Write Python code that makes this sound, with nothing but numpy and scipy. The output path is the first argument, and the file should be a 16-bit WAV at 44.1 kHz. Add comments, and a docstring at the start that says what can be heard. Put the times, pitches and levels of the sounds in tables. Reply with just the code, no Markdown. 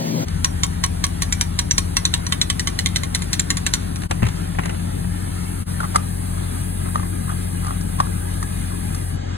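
"""At a fuel pump: first, for a quarter second, the fluttering rush and hum (noise, sine waves) before the cabinet.
Beside the car, a motor and engines (sines) hum on over rumble, air and a thin hiss (shaped noise).
The nozzle bumps the neck; short squeezes clack its valve about nine times a second (noise and ringing parts).
It is then knocked back into its holster (rattling noise, plastic and metal ringing), shaking the cabinet.
Last, the cap rubs and catches on its thread (noise and neck ringing). The canopy faintly answers the handling."""
import sys
import numpy as np
from scipy import signal
from scipy.fft import rfft, irfft, next_fast_len
from scipy.io import wavfile
from scipy.ndimage import uniform_filter1d, map_coordinates

SR = 44100
rng = np.random.default_rng(int(sys.argv[2]) if len(sys.argv) > 2 else 0)


def wav_record(signal):
    """Record a signal, one row per channel, as 16-bit PCM in the file named by sys.argv[1]."""
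    frames = np.transpose(np.atleast_2d(signal))
    bounded = np.clip(frames, -1, 1)
    # unit amplitude maps onto the largest positive 16-bit level
    quanta = np.round(bounded * 32767).astype(np.int16)
    wavfile.write(sys.argv[1], SR, quanta)


N = 413216

# ringing of the metal spout: [multiple of its pitch, level/dB, time to fall 60 dB/s]
SPOUT_MODES = [(.905, -14, .035), (.985, -3, .036), (1, 0, .036), (1.025, -6, .032)]
# ringing of the spout's tip: [multiple of its pitch, level/dB, time to fall 60 dB/s]
TIP_MODES = [(1, 0, .036), (1.025, -6, .032)]
# the spout's highest ringing: [f/Hz, level/dB, time to fall 60 dB/s]
SPOUT_OVERTONES = [(8330, -3, .04), (9820, 0, .04)]
# colour of hard metal contacts: [f/Hz, level/dB]
METAL_COLOUR = [(700, -2), (1100, -14), (1500, -0.5), (2000, 5), (2600, -5.5), (4100, 5.5), (4800, -4.5),
                (5800, 2.5), (7200, -4), (8900, -6.5), (9900, -5.5), (11500, -6.5), (15500, -22.5)]


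def amp(db):
    """Turn decibels into a gain."""
    return 10 ** (np.asarray(db) / 20)


def unit(x):
    """Scale to an average (rms) level of 1."""
    return x / np.sqrt(np.mean(x ** 2) + 1e-20)


def along(points, hz):
    """Read a curve of (f/Hz, value) points on a logarithmic frequency axis."""
    f, v = np.transpose(points)
    return np.interp(np.log(hz + 1), np.log(f + 1), v)


def clock():
    """Give the time of every sample in seconds."""
    return np.arange(N) / SR


def curves(rows):
    """Join each column after the time into a curve with one value per sample."""
    s, *columns = np.transpose(rows)
    return [np.interp(clock(), s, column) for column in columns]


def wobble(rate):
    """Draw a smooth random curve through a given number of random points a second."""
    points = rng.standard_normal(int(N * rate / SR) + 4)
    return map_coordinates(points, [clock() * rate])


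def fade(t, t60):
    """Die away exponentially, by 60 dB in t60 seconds."""
    return np.exp(-np.log(1000) * t / t60)


def swells(rows):
    """Make bell-shaped envelopes from (t/s, half length/s, level/dB) rows."""
    return sum(amp(db) * np.exp(-((clock() - s) / length) ** 2) for s, length, db in rows)


def add(track, s, sound):
    """Mix a sound into the track at time s."""
    part = track[:, max(round(s * SR), 0):][:, :sound.shape[-1]]
    part += sound[..., :part.shape[1]]


def filtered(x, response):
    """Change the strength and phase of each frequency by a response curve."""
    n = x.shape[-1]
    padded = next_fast_len(n + SR // 10)
    spectrum = rfft(x, padded) * response(np.fft.rfftfreq(padded, 1 / SR))
    return irfft(spectrum, padded)[..., :n]


def rush(spectrum, size=N):
    """Make coloured stereo noise of rms 1, partly alike in both channels."""
    # how alike left and right are: [f/Hz, likeness from 0 to 1]
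    likeness = [(100, 1), (330, 0.7), (550, 0.95), (1100, 0.78), (1600, 0.2), (3300, 0.042), (5200, 1),
                (9000, 0.89), (15000, 1)]

    def colour(hz):
        # the angle sets how much noise is shared (mid) and how much is opposed (side)
        angle = np.arccos(np.clip(along(likeness, hz), 0, 1)) / 2
        return amp(along(spectrum, hz)) * [np.cos(angle), np.sin(angle)]

    mid, side = filtered(rng.standard_normal((2, size)), colour)
    return unit(np.array([mid + side, mid - side]))


def patchy(x, depth_db):
    """Moving air lifts and sinks patches of the spectrum; the result has rms 1."""
    z = signal.stft(x, nperseg=1024)[2]
    field = uniform_filter1d(rng.standard_normal(z.shape[1:]), size=3, axis=0)
    field = uniform_filter1d(field, size=6, axis=1)
    return unit(signal.istft(z * amp(depth_db * unit(field)), nperseg=1024)[1][:, :N])


def pitched(modes, hz):
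    """Multiply the first column of a mode table by a pitch or pitch factor."""
    return np.array(modes) * [hz, 1, 1]


def ring(modes, t, detune):
    """Ring struck modes; every blow lands differently, so pitch, strength and phase vary."""
    hz, db, t60 = np.transpose(modes)[:, :, None]
    pitch, strength, phase = rng.uniform(-1.09, 1, (3, len(modes), 1))
    waves = np.sin(2 * np.pi * (hz * (1 + detune * pitch) * t + phase))
    gains = amp(db + 5 * strength)
    return np.sum(gains * waves * fade(t, t60), 0) / np.linalg.norm(gains)


def rattle(t, rate, t60):
    """Make an envelope of tiny rebounds at random moments, rms 1."""
    kicks = rng.random(len(t)) < rate / SR
    bounces = signal.fftconvolve(kicks, fade(t, t60))[:len(t)]
    return unit(1 + unit(bounces))


def contacts(modes, rate):
    """Tiny contacts of random force, at random moments, ring the modes; rms 1."""
    t = np.arange(SR // 8) / SR
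    kicks = (rng.random(N) < rate / SR) * rng.standard_normal(N)
    one_contact = (1 - fade(t, .002)) * ring(modes, t, detune=.02)
    return unit(signal.fftconvolve(kicks, one_contact)[:N])


def drone(turns, db):
    """Make a slightly unsteady sine wave around the given rms level."""
    level = np.sqrt(2) * amp(db + 0.22 * wobble(2.52))
    return level * np.sin(2 * np.pi * turns + 0.2 * wobble(2.94))


def arrive(x, lead):
    """The microphone pair shifts phase between the sides by frequency and direction."""
    return filtered(x, lambda hz: np.exp(np.array([[.5j], [-.5j]]) * along(lead, hz)))


def walls(x):
    """Hard surfaces nearby add echoes that comb distant sound with fixed ripples."""
    # car side, ground and pumps: [delay/s, share]
    reflections = [(.0047, 0.03), (.0073, 0.15), (0.014, 0.19), (0.021, -0.099), (0.027, 0.031),
                   (0.036, 0.043)]
    return x + sum(share * np.roll(x, round(delay * SR), axis=-1) for delay, share in reflections)


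def cabinet():
    """Right in front of the pump, patchy noise flutters and steady sine waves hum."""
    # colour of the rush: [f/Hz, level/dB]
    rush_colour = [(40, -44), (100, -4), (170, -0.5), (300, -2.5), (450, -11), (560, -4), (800, -9.5),
                   (1000, -13), (1300, -21), (1900, -19), (2800, -23.5), (6000, -19), (10000, -28.5),
                   (15500, -17.5)]
    # hum inside the cabinet: [f/Hz, level/dB]
    hum_lines = [(122, -38), (162.5, -29), (244, -34), (300, -42.5), (352, -43.5), (552, -50), (586, -37),
                 (655, -54), (740, -54), (830, -54)]
    flutter = amp(-25.5 + 0.76 * wobble(28.6)) * patchy(rush(rush_colour), depth_db=2.5)
    hum = sum(drone(hz * clock(), db) for hz, db in hum_lines)
    return walls(flutter) + hum


def motor():
    """A motor hums at multiples of its drifting pitch, among the drones of machines and engines."""
    # course of the motor: [t/s, f/Hz, added level/dB]
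    motor_course = [(.25, 44.05, -1), (1.5, 44.4, -1.5), (2.2, 44.85, -2.5), (4.1, 44.8, -2),
                    (4.4, 45.4, -1.5), (6.5, 45.37, 0), (9.37, 45.35, 0)]
    # strength of its overtones: [multiple of motor pitch, level before the course/dB]
    overtones = [(1, -31.7), (2, -27), (3, -39)]
    # other machines: [f/Hz, level/dB]
    machines = [(133.5, -50.5), (277, -49.5)]
    # another engine idles and revs briefly: [t/s, f/Hz, level/dB]
    idler_course = [(.3, 157, -36), (1.5, 159, -39.5), (4, 158, -43), (4.4, 162, -32.5), (4.9, 172, -34.5),
                    (5.6, 177, -57), (6.5, 165, -71), (8, 158, -43), (9.3, 156, -48.5)]
    t = clock()
    motor_hz, motor_db = curves(motor_course)
    turns = np.cumsum(motor_hz) / SR
    hum = sum(drone(k * turns, db + motor_db) for k, db in overtones)
    others = sum(drone(hz * t, db) for hz, db in machines)

    # a firm drone, perhaps a fan, that stops near the end
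    fan_hz, fan_db, fan_off_s = 176.5, -34.5, 8.97
    fan = drone(fan_hz * t, fan_db) * np.clip((fan_off_s - t) / 0.066, 0, 1)

    idler_hz, idler_db = curves(idler_course)
    idler = drone(np.cumsum(idler_hz) / SR, idler_db)

    # a distant engine draws away
    engine_hz, engine_start_db, engine_fade_db_per_s = 74.3, -28.5, 2.5
    engine_turns = engine_hz * t + 0.3 * wobble(0.96)
    engine = drone(engine_turns, engine_start_db - engine_fade_db_per_s * t)
    return hum + others + fan + idler + engine


def near_panel(x):
    """One close reflection with a drifting delay gives the background a hollow, shifting colour."""
    # the nearest panel reflects as the microphone moves: [t/s, delay/s, share]
    reflection = [(4.2, .0023, 0), (4.9, .00232, .25), (5.5, .00223, .28), (5.8, .0023, 0),
                  (6.2, .00243, .1), (7, .00243, .3), (8.2, .00243, .32), (9.2, .0024, .3)]
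    delay, share = curves(reflection)
    echo = np.array([map_coordinates(side, [np.arange(N) - delay * SR]) for side in x])
    return (x + share * echo) / np.sqrt(1 + share ** 2)


def forecourt():
    """Shaped noise makes traffic rumble, open air, a thin high hiss and, later, faint noisy tones."""
    # colour of distant traffic: [f/Hz, level/dB]
    rumble_colour = [(20, -30), (30, -21), (40, -1), (60, 2.5), (85, 1), (108, 1.5), (150, 1), (210, -3),
                     (300, -6), (450, -11.5), (800, -13.5), (1400, -38), (3000, -60)]
    # colour of open air: [f/Hz, level/dB]
    air_colour = [(400, -3), (1000, 8), (1750, 4.5), (2600, -1), (3500, -1.5), (5000, -3.5), (7000, -6),
                  (11000, -24), (15500, -65)]
    # colour of the high hiss: [f/Hz, level/dB]
    hiss_colour = [(4000, -48), (7000, -14.5), (8200, 0.5), (9600, 5.5), (11500, 3), (12800, 0),
                   (14200, -7), (15700, -18.5)]
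    # faint noisy tones near 1.2 and 1.7 kHz join later: [f/Hz, level/dB]
    tones_colour = [(1050, -22), (1215, 11), (1400, -20), (1660, 36), (1820, -24), (2200, -44)]
    t = clock()
    rumble_db, air_db, patchy_db, air_patchy_db = -30, -39.5, 1.6, 2.3
    rumble = amp(rumble_db + 0.19 * wobble(14)) * patchy(rush(rumble_colour), patchy_db)
    air = amp(air_db + .9 * wobble(12)) * patchy(rush(air_colour), air_patchy_db)

    # the hiss grows once the nozzle is put away
    hiss_start_db, swell_db, swell_from_s, swell_time_s = -42.5, 5.5, 4.64, 0.61
    on_s, attack_s, off_s, release_s = 0.084, 0.33, 9.08, 0.099
    swell = 1 - np.exp(-np.maximum(t - swell_from_s, 0) / swell_time_s)
    hiss_db = hiss_start_db + swell_db * swell
    hiss_on = np.clip((t - on_s) / attack_s, 0, 1) * np.clip(1 - (t - off_s) / release_s, 0, 1)
    hiss = hiss_on * amp(hiss_db + 0.61 * wobble(10.0)) * patchy(rush(hiss_colour), patchy_db)

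    late_tones = amp(-51.0) * np.interp(t, [6, 6.8], [0, 1]) * rush(tones_colour)
    return rumble + late_tones + near_panel(walls(air + hiss))


def holster():
    """The nozzle bumps the filler neck, then rattles and clinks in its holster; heavy blows push a panel."""
    # bumps on the neck, then the holster: [t/s, level/dB, metal edge level/dB, pitch factor]
    knocks = [(0.283, -37, 10.5, 1.05), (4.019, -27.5, 0, 0.82), (4.034, -26, -5, 1),
              (4.11, -12, -4.5, 0.81), (4.222, -18.5, -17, 0.95), (4.228, -14.5, -19, 0.88),
              (4.237, -25, -17, 0.98), (4.252, -24, -7, 1.1), (4.266, -21, -3.5, 1.3),
              (4.286, -24.5, -0.5, 1.3), (4.548, -28.5, -17, 0.91), (4.586, -12.5, -22, 0.95),
              (4.592, -21, -23, 0.91), (4.635, -25.5, -6, 1.1), (4.656, -21.5, -0.5, 1.13),
              (4.693, -20, -9, 1.05), (4.745, -27, -19, 1.1), (4.795, -32, -25, 0.95),
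              (4.976, -37, -22, 1.2), (5.043, -28.5, -20, 0.9)]
    # colour of the scuffing plastic: [f/Hz, level/dB]
    scuff_colour = [(150, -1), (400, 3.5), (800, 8), (1700, -4.5), (2700, -1), (4200, -29), (7000, -27),
                    (14000, -53)]
    # ringing of the plastic shell: [f/Hz before the pitch factor, level/dB, time to fall 60 dB/s]
    shell_modes = [(470, -3, 0.026), (798, 5, 0.032), (1026, -9, 0.063), (1400, -8.0, 0.045),
                   (1724, -7, 0.037), (2024, 1, 0.026), (2650, -2, 0.023), (3100, -18, 0.015)]
    # heavy blows that shake the cabinet: [t/s, level/dB]
    thuds = [(4.227, -6.5), (4.2354, -10), (4.263, -22), (4.584, -22), (4.674, -21)]
    # ringing of the cabinet's panel: [f/Hz, level/dB, time to fall 60 dB/s]
    panel_modes = [(82.7, -10, 0.32), (114, -2, 0.12), (188, -3, 0.075), (310, -11, 0.04)]
    # the loose nozzle rattles as it settles: [t/s, half length/s, level/dB]
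    settles = [(4.255, 0.052, -36), (4.66, 0.065, -40)]
    out, t = np.zeros((2, N)), np.arange(SR // 8) / SR
    spout_hz, tip_hz, rattles_per_s = 5750, 7150, 210  # the spout hangs free
    free_spout = np.vstack([pitched(SPOUT_MODES, spout_hz), pitched(TIP_MODES, tip_hz), SPOUT_OVERTONES])
    for s, db, edge_db, pitch in knocks:
        rebounds = rattle(t, rate=340, t60=0.0058)
        scuff = amp(-1.5) * fade(t, 0.063) * rebounds * rush(scuff_colour, size=len(t))
        shell = amp(1.5) * ring(pitched(shell_modes, pitch), t, detune=.03)
        metal = amp(-4) * ring(free_spout, t, detune=0.04)
        scrape = fade(t, 0.029) * rush(METAL_COLOUR, size=len(t))
        edge = amp(edge_db - 1) * (scrape + metal)
        add(out, s, amp(db) * (1 - fade(t, 0.0048)) * (scuff + shell + edge))

    panel = sum(amp(db) * fade(t, t60) * np.sin(2 * np.pi * hz * t) for hz, db, t60 in panel_modes)
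    for s, db in thuds:
        add(out, s, amp(db) * (1 - fade(t, .012)) * panel)
    return out + swells(settles) * contacts(shell_modes, rattles_per_s)


def canopy(x):
    """Roof and pumps give a weak, late answer: a tail of noise fading at its own rate in each pitch range."""
    # how fast the answer dies: [f/Hz, time to fall 60 dB/s]
    decay = [(200, 0.059), (2000, 0.25), (10000, 0.13)]
    hz, _, z = signal.stft(rng.standard_normal((2, SR // 3)), SR, nperseg=256)
    t = np.linspace(0, 1 / 3, z.shape[-1])
    tail = signal.istft(z * fade(t, along(decay, hz)[:, None]), SR, nperseg=256)[1]
    late = np.pad(x, ((0, 0), (round(0.017 * SR), 0)))
    return signal.fftconvolve(late, tail / np.linalg.norm(tail[0]), axes=1)[:, :N]


def valve():
    """Each clack: the stem slides, strikes and chatters, parts ring, the poppet rebounds, a spring ticks."""
    # valve clacks; the shifting grip rings the parts differently: [t/s, level/dB,
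    # then level over that/dB of lever, handle, poppet (the valve's plug), spout, spout tip;
    # f/Hz of handle, poppet, spout, spout tip; spring tick's delay/s, its level/dB]
    clacks = [(0.4452, -9.5, -12, -15, -11.0, 2.5, -3.5, 1940, 4480, 5710.0, 7080.0, 0.023, -31),
              (0.634, -11.5, -4, -18.0, 3, 1, 4.5, 2120, 3640, 5670, 7090, 0.032, -19),
              (0.838, -10, -7, -9, -2, 3.5, -2.5, 2000, 4320, 5730, 7240.0, 0.025, -15),
              (1.04, -9, -9, -11, -2, -1.0, -8, 2090, 4310, 5750, 7170, 0.027, -17),
              (1.2207, -9.5, -14, -27, -9, -6.0, -10, 2010, 4230, 6010.0, 7090, 0.015, -29),
              (1.3245, -12.0, -25, -8.5, -16.0, 1, 0, 2000.0, 3750.0, 5710.0, 7150.0, 0.027, -26),
              (1.4109, -8.5, -14.5, -16, -19.0, 3.5, -4, 2100, 4270.0, 5720.0, 7200, 0.028, -21),
              (1.5894, -9.0, -12, -16, 0.5, 0.0, -5.5, 2150, 4220, 5710.0, 7200, 0.026, -22),
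              (1.71, -12.5, -21.0, -7, 1, 6.5, 3, 1784, 4180.0, 5920, 7180, 0.022, -33),
              (1.7802, -8, -13, -15, -4.0, 4.0, -5, 2120, 4240.0, 5710, 7180, 0.025, -25),
              (1.9678, -8, -8.0, -9, -4, 1.5, -7.5, 1780.0, 4330, 5680.0, 7090.0, 0.022, -26),
              (2.052, -11, -16.0, -16, 6.5, 3.5, -1.5, 1670, 4080, 5970.0, 7170, 0.024, -33),
              (2.139, -10.5, -14, -10, 5, -9, -7.5, 1826, 3820, 5500, 7420.0, 0.039, -24),
              (2.2657, -23.5, -5, -4, 8.0, 6.0, -4.0, 1950, 4130, 5880.0, 7140.0, 0.033, -31),
              (2.3229, -10.5, -10, -5, 4, -23.0, -12, 1970, 3660, 5800, 7160, 0.025, -22),
              (2.4144, -9.5, -21, -10, 5, 1.0, -4.5, 2250, 3970, 5730, 7140.0, 0.027, -28),
              (2.5001, -11.0, -10.5, -9, 3.5, -3, -6.0, 1970.0, 3450, 5570, 7300, 0.028, -27),
              (2.595, -13.5, -21.0, -4.5, -2, -0.5, -4, 1955, 4480, 5660, 7200, 0.033, -32),
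              (2.6727, -11, -13.5, -6.5, -8.0, -10.0, -9, 2050, 3690, 5940, 7080.0, 0.028, -25),
              (2.7892, -11, -26, -7.5, -2, -16.0, -9.0, 1924, 4300, 5650.0, 7220.0, 0.026, -28),
              (2.86, -9.5, -18, -9, 3.5, -6.5, -6, 2080, 3700, 5870, 7030, 0.029, -22),
              (2.9594, -9.0, -34.0, -10, -2, -7, -8, 2050, 4030, 5570, 7180, 0.021, -29),
              (3.034, -17, -9.5, -3.5, -3.0, -10, -5.0, 2090, 3980, 5930, 7060, 0.021, -29),
              (3.148, -9, -30.0, -12.0, -5, -9.5, -7, 1976, 4080, 5740.0, 7300, 0.043, -26),
              (3.22, -20, -10, -4.5, -21.0, -18.0, -6, 2100, 3780, 5930, 7070, 0.023, -24),
              (3.331, -8.5, -24.0, -11, -2.5, -9.5, -7.0, 2130, 4210, 5740.0, 7440, 0.029, -29),
              (3.3952, -9.5, -23.0, -13.5, -7, -6.0, 2.5, 1800.0, 3720, 5750.0, 7340, 0.023, -22),
              (3.5032, -9.5, -12.5, -8.5, 0, -0.5, -1, 1820, 3980, 5730, 7110.0, 0.021, -32),
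              (3.57, -16, -12, -9, -11.0, -12.0, -4, 2100.0, 4500.0, 6000, 7110.0, 0.03, -37),
              (3.6645, -9, -15, -4.5, -6.0, -5.5, -3.5, 1760, 4110.0, 5900, 7200, 0.025, -32),
              (3.737, -8.5, -17, -24, -2, -8, -0.5, 2070, 4200, 5840.0, 7100.0, 0.028, -25),
              (3.9587, -24.5, -9, -7, -3.5, 0, -9, 1610, 3740.0, 5810.0, 7160, 0.031, -37)]
    # ringing of the lever: [f/Hz, level/dB, time to fall 60 dB/s]
    lever_modes = [(960, -10, 0.18), (1107, 5.5, 0.088), (1354, -11, 0.066)]
    # the gripped handle: [multiple of its pitch, level/dB, time to fall 60 dB/s]
    handle_modes = [(.87, -12.5, 0.15), (1, 7.5, 0.033), (1.14, -7.5, 0.12), (1.3, -18, 0.095),
                    (1.52, 0.5, 0.055)]
    # the poppet on its seat: [multiple of its pitch, level/dB, time to fall 60 dB/s]
    poppet_modes = [(.75, -15.5, 0.057), (.87, -11, 0.073), (.93, -6, 0.035), (1, 6.5, 0.027),
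                    (1.06, -12.5, 0.039)]
    # colour of the lever's return spring: [f/Hz, level/dB]
    spring_colour = [(6000, -15), (8600, -6), (9500, 3), (10500, -10), (14000, -20)]
    # left-right tilt of the clacks: [f/Hz, left minus right/dB]
    lean = [(1100, 0), (2000, -0.5), (3500, -0.5)]
    out, t = np.zeros((2, N)), np.arange(SR // 10) / SR
    slide_s, slide_db = 0.0028, -23.5  # half length, level under the clack
    for (s, db, lever_db, handle_db, poppet_db, spout_db, tip_db,
         handle_hz, poppet_hz, spout_hz, tip_hz, tick_s, tick_db) in clacks:
        slide = amp(slide_db) * np.exp(-(t / slide_s - 2) ** 2) * rush(METAL_COLOUR, size=len(t))
        crack = amp(5.0) * fade(t, 0.0086) * (1 - fade(t, 0.0021)) * rush(METAL_COLOUR, size=len(t))
        rebounds = rattle(t, rate=600, t60=0.011)
        chatter = amp(-8.5) * fade(t, 0.074) * rebounds * rush(METAL_COLOUR, size=len(t))

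        spout = amp(spout_db) * ring(pitched(SPOUT_MODES, spout_hz), t, detune=.005)
        tip = amp(tip_db) * ring(pitched(TIP_MODES, tip_hz), t, detune=.005)
        overtones = amp(-8) * ring(SPOUT_OVERTONES, t, detune=.02)
        poppet = amp(poppet_db) * ring(pitched(poppet_modes, poppet_hz), t, detune=.012)
        handle = amp(handle_db) * ring(pitched(handle_modes, handle_hz), t, detune=.015)
        lever = amp(lever_db) * ring(lever_modes, t, detune=0.019)
        grip = (handle + lever) * amp([[-1.5], [1.5]])  # the handle is to the right
        parts = amp(-0.46) * (spout + tip + overtones + poppet + grip)

        clack = amp(db) * (1 - fade(t, 0.003)) * (crack + chatter + parts)
        rebound = fade(t, 0.0046) * rush(METAL_COLOUR, size=len(t))
        tick = amp(-4.0) * fade(t, 0.01) * rush(spring_colour, size=len(t))
        add(out, s - 3 * slide_s, amp(db) * slide)
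        add(out, s, clack)
        # the fuel door reflects it, with a delay that shifts as the hand moves
        add(out, s + rng.uniform(.0007, .0024), 0.33 * clack)
        add(out, s + .00759, .2 * clack)  # the ground reflects it too
        # the poppet bounces once on its seat
        add(out, s + rng.uniform(.005, 0.013), amp(db - 6.5) * rebound)
        add(out, s + tick_s, amp(tick_db) * tick)
    return filtered(out, lambda hz: amp(np.array([[.5], [-.5]]) * along(lean, hz)))


def cap():
    """The cap rubs and catches on its thread in tiny slips; the hollow filler neck colours both."""
    # catches: [t/s, level/dB, snap level/dB, rim level/dB, neck f/Hz]
    catches = [(5.803, -17.5, -10, -14, 1350), (5.849, -22, -14, -17, 1170), (5.958, -3.5, -5.5, -18, 1208),
               (6.379, -31.5, -5, -8, 1270), (6.857, -29, -20, -15, 1210), (6.886, -30, -16, -15, 1300),
               (6.956, -13, -33, -15, 1133), (6.978, -33, -18, 2, 1300), (6.996, -26, -9, -6, 1140),
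               (7.031, -27, -21, -15, 1060), (7.129, -37, -18, -12, 1270), (7.292, -30, -15, -6, 1280),
               (7.318, -29, -15, -15, 1000), (7.646, -28, -3, -12, 1160), (7.667, -22, -3, -19, 1100),
               (7.707, -23.5, -14, -17, 1140), (7.809, -37, 11, -10, 1150), (8.001, -7, -12.5, -24, 1080),
               (8.059, -29, -18, -15, 1060), (8.427, -23, 0, 1, 1076), (8.719, -33, -14, -11, 1050),
               (8.741, -30, -12, -18, 960), (8.946, -30, 8, -4, 1180)]
    # ringing of the filler neck: [multiple of its pitch, level/dB, time to fall 60 dB/s]
    neck_modes = [(.7, -13, 0.034), (1, 0, 0.024), (1.06, -7.5, 0.052), (1.19, -12, 0.033),
                  (1.45, -29, 0.023), (1.7, -14, 0.027)]
    # ringing of the cap's rim: [f/Hz, level/dB, time to fall 60 dB/s]
    rim_modes = [(1866, 2, 0.02), (2130, -7, 0.015)]
    # a catch lets go in a few slips: [delay/s, level/dB]
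    stutter = [(0, 0.5), (.0025, 1.5), (.0062, -6.5)]
    # the cap rubs on its thread: [t/s, half length/s, level/dB]
    twists = [(5.834, 0.026, -26.5), (5.95, .006, -27), (6.39, 0.084, -39.5), (6.875, 0.024, -35),
              (6.987, 0.018, -36), (7.304, 0.034, -33), (7.676, 0.067, -33.5), (8.04, 0.055, -37),
              (8.43, 0.016, -35), (8.73, 0.028, -39)]
    # colours of hollow slips and bright snaps: [f/Hz, level/dB]
    hollow = [(400, -9.5), (750, 2.5), (1050, 4.5), (1300, -6), (1600, -13), (2000, -17.0),
              (6000, -19.0), (14000, -58)]
    bright = [(700, -8.0), (2000, -15.0), (4500, 3.0), (7200, 0.0), (10000, 6.0), (15000, -24)]
    out, t = np.zeros((2, N)), np.arange(SR // 6) / SR
    for s, db, snap_db, rim_db, neck_hz in catches:
        neck = amp(7) * ring(pitched(neck_modes, neck_hz), t, detune=.02)
        rim = amp(rim_db) * ring(rim_modes, t, detune=.02)
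        add(out, s, amp(db) * (1 - fade(t, 0.006)) * (neck + rim))
        for delay, slip_db in stutter:
            slip = amp(-6.5) * fade(t, 0.023) * rush(hollow, size=len(t))
            snap = amp(snap_db - 7) * fade(t, 0.025) * rush(bright, size=len(t))
            add(out, s + delay, amp(db + slip_db) * (1 - fade(t, 0.002)) * (slip + snap))

    # the thread binds just before each catch: half length, level under the catch
    grab_s, grab_db = .007, -19
    grabs = swells([(s - grab_s, grab_s, db + grab_db) for s, db, *_ in catches])
    rub_hz, slips_per_s = 1206, 160  # the neck's pitch while the cap rubs, rate of tiny slips
    creak = contacts(pitched(neck_modes, rub_hz), slips_per_s)
    rubbing = swells(twists) * (amp(-3.0) * creak + amp(-4) * rush(hollow))
    return out + grabs * rush(hollow) + rubbing


def scene():
    """A moment in front of the cabinet, then the work beside the car."""
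    # phase of sound from the cabinet, straight ahead: [f/Hz, left's lead/radians]
    cabinet_lead = [(100, .2), (480, .5), (550, 2.2), (1300, 3), (2300, 3), (4000, 1.7), (5500, 3.4)]
    # phase of sound around the car: [f/Hz, left's lead/radians]
    around_lead = [(40, .2), (220, .6), (340, 1.9), (450, 2.9), (1000, 3.9), (1350, 4.4), (2000, 6.9),
                   (2800, 10.2), (4000, 14), (4900, 15.5), (5500, 15.9), (6300, 17.2), (8300, 18.85),
                   (10000, 19.8), (12400, 22), (15500, 25)]
    # phase of the nozzle, close by: [f/Hz, left's lead/radians]
    nozzle_lead = [(300, .6), (450, 2.9), (1100, 4.6), (1350, 4.2), (2100, 7.3), (2400, 5.8), (3000, 5.3),
                   (3500, 3.2), (4400, 2.1), (5500, 3.7), (6300, 4.6), (8300, 6.3), (10000, 7.2),
                   (15500, 12.4)]
    beside_car = np.clip((clock() - .245) / 0.012, 0, 1)
    at_cabinet = (1 - beside_car) * arrive(cabinet(), cabinet_lead)
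    at_car = beside_car * arrive(motor() + forecourt(), around_lead)
    handling = arrive(holster() + cap(), around_lead) + arrive(valve(), nozzle_lead)
    return at_cabinet + at_car + handling + amp(-22.5) * canopy(handling)


def record(dry):
    """The microphone pair shifts balance by frequency; brief level dips; soft overload; band limit."""
    # balance of the pair: [f/Hz, left minus right/dB]
    balance = [(40, 3), (120, 4.5), (220, 10.5), (450, 1.5), (1000, 0.5), (3300, -1), (5500, 0)]
    # the level dips briefly: [t/s, half width/s, level/dB]
    dips = [(0.256, 0.015, -6.5), (4.084, 0.013, -21), (5.651, 0.017, -18)]
    top_hz = 15900
    sides = np.array([[1], [-1]]) / 2
    dip_db = sum(db * np.exp(-((clock() - s) / width) ** 2) for s, width, db in dips)
    x = filtered(dry, lambda hz: amp(sides * along(balance, hz))) * amp(dip_db)
    x = x / (1 + np.abs(x / .95) ** 6) ** (1 / 6)  # loud peaks bend softly towards .95
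    return filtered(x, lambda hz: hz < top_hz)


dry = scene()
out = record(dry)
wav_record(out)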